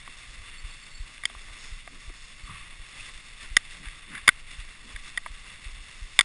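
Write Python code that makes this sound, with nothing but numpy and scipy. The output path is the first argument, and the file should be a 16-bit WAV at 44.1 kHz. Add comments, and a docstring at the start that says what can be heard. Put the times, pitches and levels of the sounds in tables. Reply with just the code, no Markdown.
"""A dog sled on packed snow, heard on the microphone of a camera in a closed case worn by the driver.
Throughout, shaped noise and tiny cracks make the runners hiss and crunch over a low noise rumble.
A faint knock opens; jolts follow at running pace from 0.3 s, as pushes on a springy mount.
A dry joint squeaks from 0.6 s as a stuttering tone, and a knock rings the case modes near 1.25 s.
Scrapes and bumps swell in between; knocks near 3.6, 4.3 and 6.2 s overload the microphone."""
import sys
import numpy as np
from scipy import signal
from scipy.fft import rfft, irfft
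from scipy.io import wavfile
from scipy.ndimage import uniform_filter1d

SR = 44100
rng = np.random.default_rng(int(sys.argv[2]) if len(sys.argv) > 2 else 0)


def unload_wav(signal):
    """Save mono or channel-first audio to the path in sys.argv[1] as 16-bit WAV at rate SR, clipped to [-1, 1]."""
    wavfile.write(
        sys.argv[1],
        SR,
        np.round(np.clip(np.atleast_2d(signal).T, -1, 1) * 32767).astype(np.int16),
    )


N = 275184
T = np.arange(N) / SR  # time [s]
FREQS = np.maximum(np.fft.rfftfreq(N, 1 / SR), 1)  # [Hz]


def undb(db):
    """Decibels to gain."""
    return 10 ** (np.asarray(db) / 20)


def unit(x):
    """Scale to rms 1."""
    return x / np.sqrt(np.mean(x ** 2))


def colour(x, gain):
    """Filter by a gain for each frequency; rms 1."""
    return unit(irfft(rfft(x) * gain, N))


def slope(points):
    """Gain through (frequency [Hz], gain [dB]) points, straight over log frequency."""
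    hz, db = np.transpose(points)
    return undb(np.interp(np.log(FREQS), np.log(hz), db))


def resonance(hz, width_hz):
    """Gain of a steep resonance: a band-pass applied twice."""
    detuning = (FREQS ** 2 - hz ** 2) / (FREQS * width_hz * np.pi / 2)
    return 1 / (1 + detuning ** 2)


def noise():
    """White noise."""
    return rng.standard_normal(N)


def walk(rate):
    """Random levels held 1 / rate s and slewed twice; spread near 1."""
    hold = int(SR / rate)
    steps = np.repeat(rng.standard_normal(N // hold + 1), hold)
    slewed = uniform_filter1d(uniform_filter1d(steps, hold), hold)
    return unit(slewed[:N])


def swell(s, length):
    """A smooth bell-shaped rise and fall around time s; length is its standard deviation [s]."""
    return np.exp(-.5 * ((T - s) / length) ** 2)


def swelling_level(s, length, db):
    """Gain of a swell that peaks at the given level."""
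    return undb(db) * swell(s, length)


def crunch(rate, spread_db):
    """Snow crystals breaking: many tiny cracks (rate per second), a few of them larger."""
    size = undb(spread_db * np.minimum(rng.exponential(size=N), 5))
    cracks = rng.random(N) < rate / SR
    return unit(cracks * size * rng.choice([-1, 1], N))


def ringing_decay(t, t60):
    """Exponential decay that falls 60 dB in t60 seconds."""
    return np.exp(-np.log(1000) * t / t60)


# Resonances that colour the hiss: (frequency [Hz], width [Hz], relative gain [dB])
HISS_MODES = [(1141, 153, -4.5), (2057, 380, -1.5), (2695, 296, -2.5), (3507, 273, -3.5),
              (4340, 790, -12.5), (5396, 580, -10)]
# Broad hiss under the resonances: (frequency [Hz], relative gain [dB])
HISS_BASE = [(100, -8), (400, -13.5), (800, -14), (1600, -11), (3000, -29), (5000, -18.5), (6000, -24)]


def snow_colour():
    """What the case lets through of the sliding noise: resonances and a broad base, added as power."""
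    power = sum((undb(db) * resonance(hz, width)) ** 2 for hz, width, db in HISS_MODES)
    return np.sqrt(power + slope(HISS_BASE) ** 2)


# Sway of the camera: (frequency [Hz], relative gain [dB])
SWAY = [(5, -18), (18, 7.5), (40, -4.5), (70, -13.5), (140, -17.5), (500, -38.5)]


def camera_sway(level_db=-48):
    """The camera sways: steady noise, mostly below the audible bass."""
    return undb(level_db) * colour(noise(), slope(SWAY))


# Sled body on the trail: (time [s], rumble level before trim and unevenness [dB])
TRAIL = [(0, -63), (.35, -60), (1.25, -67), (1.55, -59), (2, -68), (2.5, -67), (2.85, -60), (3.4, -56),
         (3.9, -65), (4.85, -58), (5.05, -50), (5.45, -57), (6.24, -59)]
# Spectrum of that rumble: (frequency [Hz], relative gain [dB])
RUMBLE = [(20, 31.5), (70, -36), (140, -13), (260, -1.5), (450, -22), (900, -19), (3000, -72)]


def body_rumble(trim_db=1.5, uneven_db=3.0):
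    """The sled body rumbles: low noise that follows the trail and wavers unevenly."""
    db = np.interp(T, *np.transpose(TRAIL)) + trim_db + uneven_db * walk(18)
    return undb(db) * colour(noise(), slope(RUMBLE))


# Bumps under the sled bed: (time [s], swell length [s], level [dB], frequency [Hz])
BUMPS = [(0.085, 0.0075, -52.5, 223), (0.393, .05, -50, 50.4), (1.32, 0.031, -62.5, 269),
         (1.492, 0.023, -46, 35), (1.94, 0.053, -62, 246), (2.101, 0.0065, -50, 275),
         (2.497, 0.029, -50, 123), (2.538, 0.052, -50, 90), (3.827, 0.032, -52, 165),
         (4.127, 0.03, -49.5, 190), (4.869, 0.029, -54.5, 209), (5.766, 0.036, -41.5, 34.4)]


def bed_drumming():
    """The sled bed drums over bumps: short swells of noise through a broad resonance."""
    return sum(swelling_level(s, length, db) * colour(noise(), resonance(hz, .5 * hz))
               for s, length, db, hz in BUMPS)


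# Bouts of squeaking at a dry joint: (time [s], swell length [s], level before the stutter [dB])
SQUEAKS = [(0.602, .035, -51), (0.717, 0.017, -52), (0.837, .015, -52), (.96, 0.034, -48.5),
           (2.447, .006, -49), (2.6, .006, -49)]


def squeaks(hz=4440, width_hz=90, idle_db=-65, slips_per_s=34, uneven=0.268, stick_db=-14):
    """One dry joint sticks and slips in thin stuttering chirps, and chafes faintly all the time."""
    narrow = colour(noise(), resonance(hz, width_hz))
    note = unit(narrow / np.abs(signal.hilbert(narrow)))  # an even tone whose pitch wavers
    rubbing = undb(idle_db) + sum(swelling_level(*bout) for bout in SQUEAKS)
    slips = np.cumsum(slips_per_s * (1 + uneven * walk(30))) / SR  # running count
    stutter = undb(stick_db * np.sin(np.pi * slips) ** 2)
    return note * rubbing * stutter


# Strength of each jolt, one a stride: (peak level [dB])
JOLTS = [-40, -29.5, -28.5, -37, -32, -32, -33, -36, -43, -30.5, -31.5, -39, -30.5, -32.5, -33.5, -30.5,
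         -30.5]
FIRST_JOLT_S, STRIDE_S, PUSH_S = .289, .3584, 0.0033  # running pace; each push lasts the same


def jolts(spring_hz=27, damping=0.45):
    """Once a stride a soft push rebounds on the springy camera mount, a resonant high-pass."""
    w = 2 * np.pi * spring_hz
    b, a = signal.bilinear([1, 0, 0], [1, damping * w, w * w], SR)
    out = 0
    for stride, db in enumerate(JOLTS):
        push = -swell(FIRST_JOLT_S + stride * STRIDE_S, PUSH_S)
        thud = signal.lfilter(b, a, push)
        out = out + undb(db) * thud / np.abs(thud).max()
    return out


# Ring of the camera case: (frequency [Hz], level before tilt [dB], t60 [s])
CASE = [(284, -51, 0.037), (687, -25, 0.029), (1182, -11, 0.025), (1643, -1.5, 0.016), (1930, 1, 0.02),
        (2175, 9.5, 0.012), (3100, -7, 0.01), (3515, 1, 0.012), (4840, -3, 0.0091), (5520, -12.5, 0.0095)]
# Knocks of frame and mount, some in quick double contacts: (time [s], peak of the ring [dB],
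# note of the struck part [Hz], its level against the case [dB], dullness [dB], rise [s])
KNOCKS = [(0.0769, -30.5, 1130, 4, 8, 0.00037), (1.1796, -33, 2650, 3, 2, .0004),
          (1.2352, -23.5, 1920, -4, 8, 0.0024), (1.254, -8, 3166, -1, -12, 0.00039),
          (1.299, -32, 3400, 1, 31, 0.00071), (1.35, -34.5, 1120, 9, 19, 0.00041),
          (1.8756, -31, 694, -2, 19.5, 0.0009), (2.096, -39, 290, -4, 23, 0.0008),
          (3.5668, -2, 5440, -2, -14, 0.00039), (3.5684, 1.5, 1960, 4.5, -1.5, 0.00073),
          (3.884, -28, 3500, -9, -3, 0.0024), (4.151, -24, 1600, 2, -10, 0.0014),
          (4.177, -29, 1720, -2, -9, 0.0037), (4.2755, -10, 1130, -22, 1, 0.0027),
          (4.2792, 4, 1140, -8.5, 2, 0.00031), (4.289, 5, 1523, 1, -0.5, 0.00083),
          (4.96, -26, 1680, -9, -2, 0.0035), (5.1744, -15.5, 1870, 1, -13, 0.00058),
          (5.176, -15.5, 1920, 3, 3.5, 0.0024), (5.2608, -22.5, 1015, 2, 18.5, 0.0024),
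          (6.1901, 4, 3580, -4.5, -3.5, 0.00058), (6.1963, -10, 1130, -6, -1, 0.0014),
          (6.2088, -3.5, 1370, -9.5, -9.5, .0007)]
BRIGHT_DB, DULL_SLOPE = 3, 0.55  # upper case modes: their lift, and dB lost per dB of dullness


def knocks(rasp_db=-18, rasp_t60=0.019, note_t60=0.013):
    """Each struck part sounds its own short note and rings the case; the surfaces rasp briefly."""
    out, t = np.zeros(N + SR), T[:SR // 10]
    hz, mode_db, t60 = np.transpose(CASE)[:, :, None]
    sign = (-1) ** np.arange(len(hz))[:, None]  # neighbouring modes move in opposite directions
    modes = sign * np.sin(2 * np.pi * hz * t) * ringing_decay(t, t60)
    rasp = colour(noise(), snow_colour())
    for s, db, note_hz, note_db, dull_db, rise in KNOCKS:
        start = int(s * SR)
        # a dull blow lifts the low modes and weakens the high ones
        upper_db = BRIGHT_DB - DULL_SLOPE * dull_db
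        tilt = np.interp(hz, [900, 1900, 2300, 3100], [dull_db, 0, 0, upper_db])
        case = np.sum(undb(mode_db + tilt) * modes, axis=0)
        note = undb(note_db) * np.cos(2 * np.pi * note_hz * t) * ringing_decay(t, note_t60)
        attack = 1 - np.exp(-(t / rise) ** 2)
        ring = (case / np.abs(case).max() + note) * attack
        rasp_here = np.roll(rasp, -start)[:len(t)]
        scuff = undb(rasp_db) * rasp_here * ringing_decay(t, rasp_t60) * attack
        out[start:start + len(t)] += undb(db) * (ring / np.abs(ring).max() + scuff)
    return out[:N]


def ice(level_db=-65):
    """Sparse icy crumbs tick under the runners."""
    crumbs = crunch(rate=70, spread_db=3.0)
    return undb(level_db) * colour(crumbs, snow_colour() * resonance(3850, 1600))


# A runner bites into rougher snow:
# (time [s], swell length [s], level [dB], centre frequency [Hz], width [Hz])
SCRAPES = [(1.636, 0.058, -53, 5230, 420), (2.501, 0.015, -46.5, 1150, 170),
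           (2.558, 0.069, -54.5, 1190, 250), (2.56, 0.062, -46.5, 2400, 1700),
           (3.003, 0.0063, -38.5, 2600, 350), (3.861, 0.015, -44, 1620, 1200),
           (4.158, 0.029, -40, 1640, 920)]


def scrapes():
    """Short gritty swells and thin squeaks where a runner bites: noise and cracks in a band."""
    tone = snow_colour()
    grit = noise() + crunch(rate=1100, spread_db=3.5)
    return sum(swelling_level(s, length, db) * colour(grit, tone * resonance(hz, width))
               for s, length, db, hz, width in SCRAPES)


# Runners sliding on snow, before the pressure changes: (time [s], hiss level [dB], treble level [dB])
GLIDE = [(0.0, -50, -57), (0.31, -49.5, -53.5), (0.5, -47.5, -57.5), (0.72, -51, -56.5), (1.03, -51, -56.5),
         (1.55, -49, -55), (1.7, -50.5, -56), (2.29, -51, -53.5), (2.72, -49.5, -58.5),
         (3.17, -49.5, -54.5), (3.61, -51, -59), (3.97, -49, -57), (4.42, -49.5, -58.5), (5.13, -49.5, -55),
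         (5.23, -50, -56.5), (5.49, -49.5, -57.5), (5.89, -48.5, -54), (6.18, -50.5, -55)]
# Ruts and dips press the runners down (+) or unload them (-):
# (time [s], swell length [s], change of the hiss [dB])
RUTS = [(1.65, 0.055, 2.5), (1.847, 0.058, -1.5), (3.025, 0.053, 2.5), (3.432, 0.019, 6.5),
        (3.735, 0.029, 4), (3.86, 0.018, 3.5), (4.027, 0.057, -3.5), (4.44, 0.024, -4.5), (4.565, 0.069, 3),
        (4.757, 0.0091, 2), (4.914, 0.017, 4), (5.079, 0.028, 4.5)]


def runners(hiss_db=0, treble_db=0, growl_db=-10, growl_swing=1.08, treble_swing=1.3, grain_db=-2,
            patchy_db=0.5, flutter_db=0.8, flicker_db=1.12, growl_hz=1450, split_hz=4000):
    """Sliding noise and crunch in three ranges, louder where ruts and patchy snow press the runners."""
    s, *levels = np.transpose(GLIDE)
    hiss, treble = (np.interp(T, s, curve) for curve in levels)
    ruts = sum(db * swell(when, length) for when, length, db in RUTS)
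    pressure = patchy_db * walk(12) + ruts
    hiss, treble = hiss + pressure, treble + treble_swing * pressure
    growl = hiss.mean() + growl_swing * (hiss - hiss.mean())
    # each range takes its share of the power
    low, below_split = (1 / (1 + (FREQS / hz) ** 12) for hz in (growl_hz, split_hz))
    ranges = ((low, growl + growl_db),
              (np.abs(below_split - low), hiss + hiss_db),
              (1 - below_split, treble + treble_db))
    tone, flutter = snow_colour(), flutter_db * walk(35)
    grains = crunch(rate=1400, spread_db=1.5)
    out = 0
    for share, db in ranges:
        slide = colour(noise() + undb(grain_db) * grains, tone * np.sqrt(share))
        flicker = flicker_db * walk(70)  # separate in each range
        out = out + undb(db + flutter + flicker) * slide
    return out


def scene(side_db=-64):
    """Everything arrives through the case as one centred sound; only a low rumble adds a little width."""
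    sled = body_rumble() + bed_drumming() + squeaks()
    camera = camera_sway() + jolts() + knocks()
    snow = ice() + scrapes() + runners()
    mid = sled + camera + snow
    side = undb(side_db) * colour(noise(), slope(RUMBLE))
    return np.array([mid + side, mid - side])


TOP_HZ = 10900  # upper limit of the sound


def record(dry):
    """The camera flattens the hardest knocks and samples at only 12 kHz.
    Holding each sample mirrors the sound around 6 kHz, which gives the gritty top."""
    squashed = dry / (1 + dry ** 4) ** (1 / 4)
    coarse = signal.resample_poly(squashed, 40, 147, axis=1)  # down to 12 kHz
    stepped = np.repeat(coarse, 4, axis=1)  # held at 48 kHz
    held = signal.resample_poly(stepped, 147, 160, axis=1)[:, :N]
    low_pass = signal.ellip(8, .2, 85, TOP_HZ, fs=SR, output="sos")
    return signal.sosfilt(low_pass, held)


dry = scene()
out = record(dry)
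unload_wav(out)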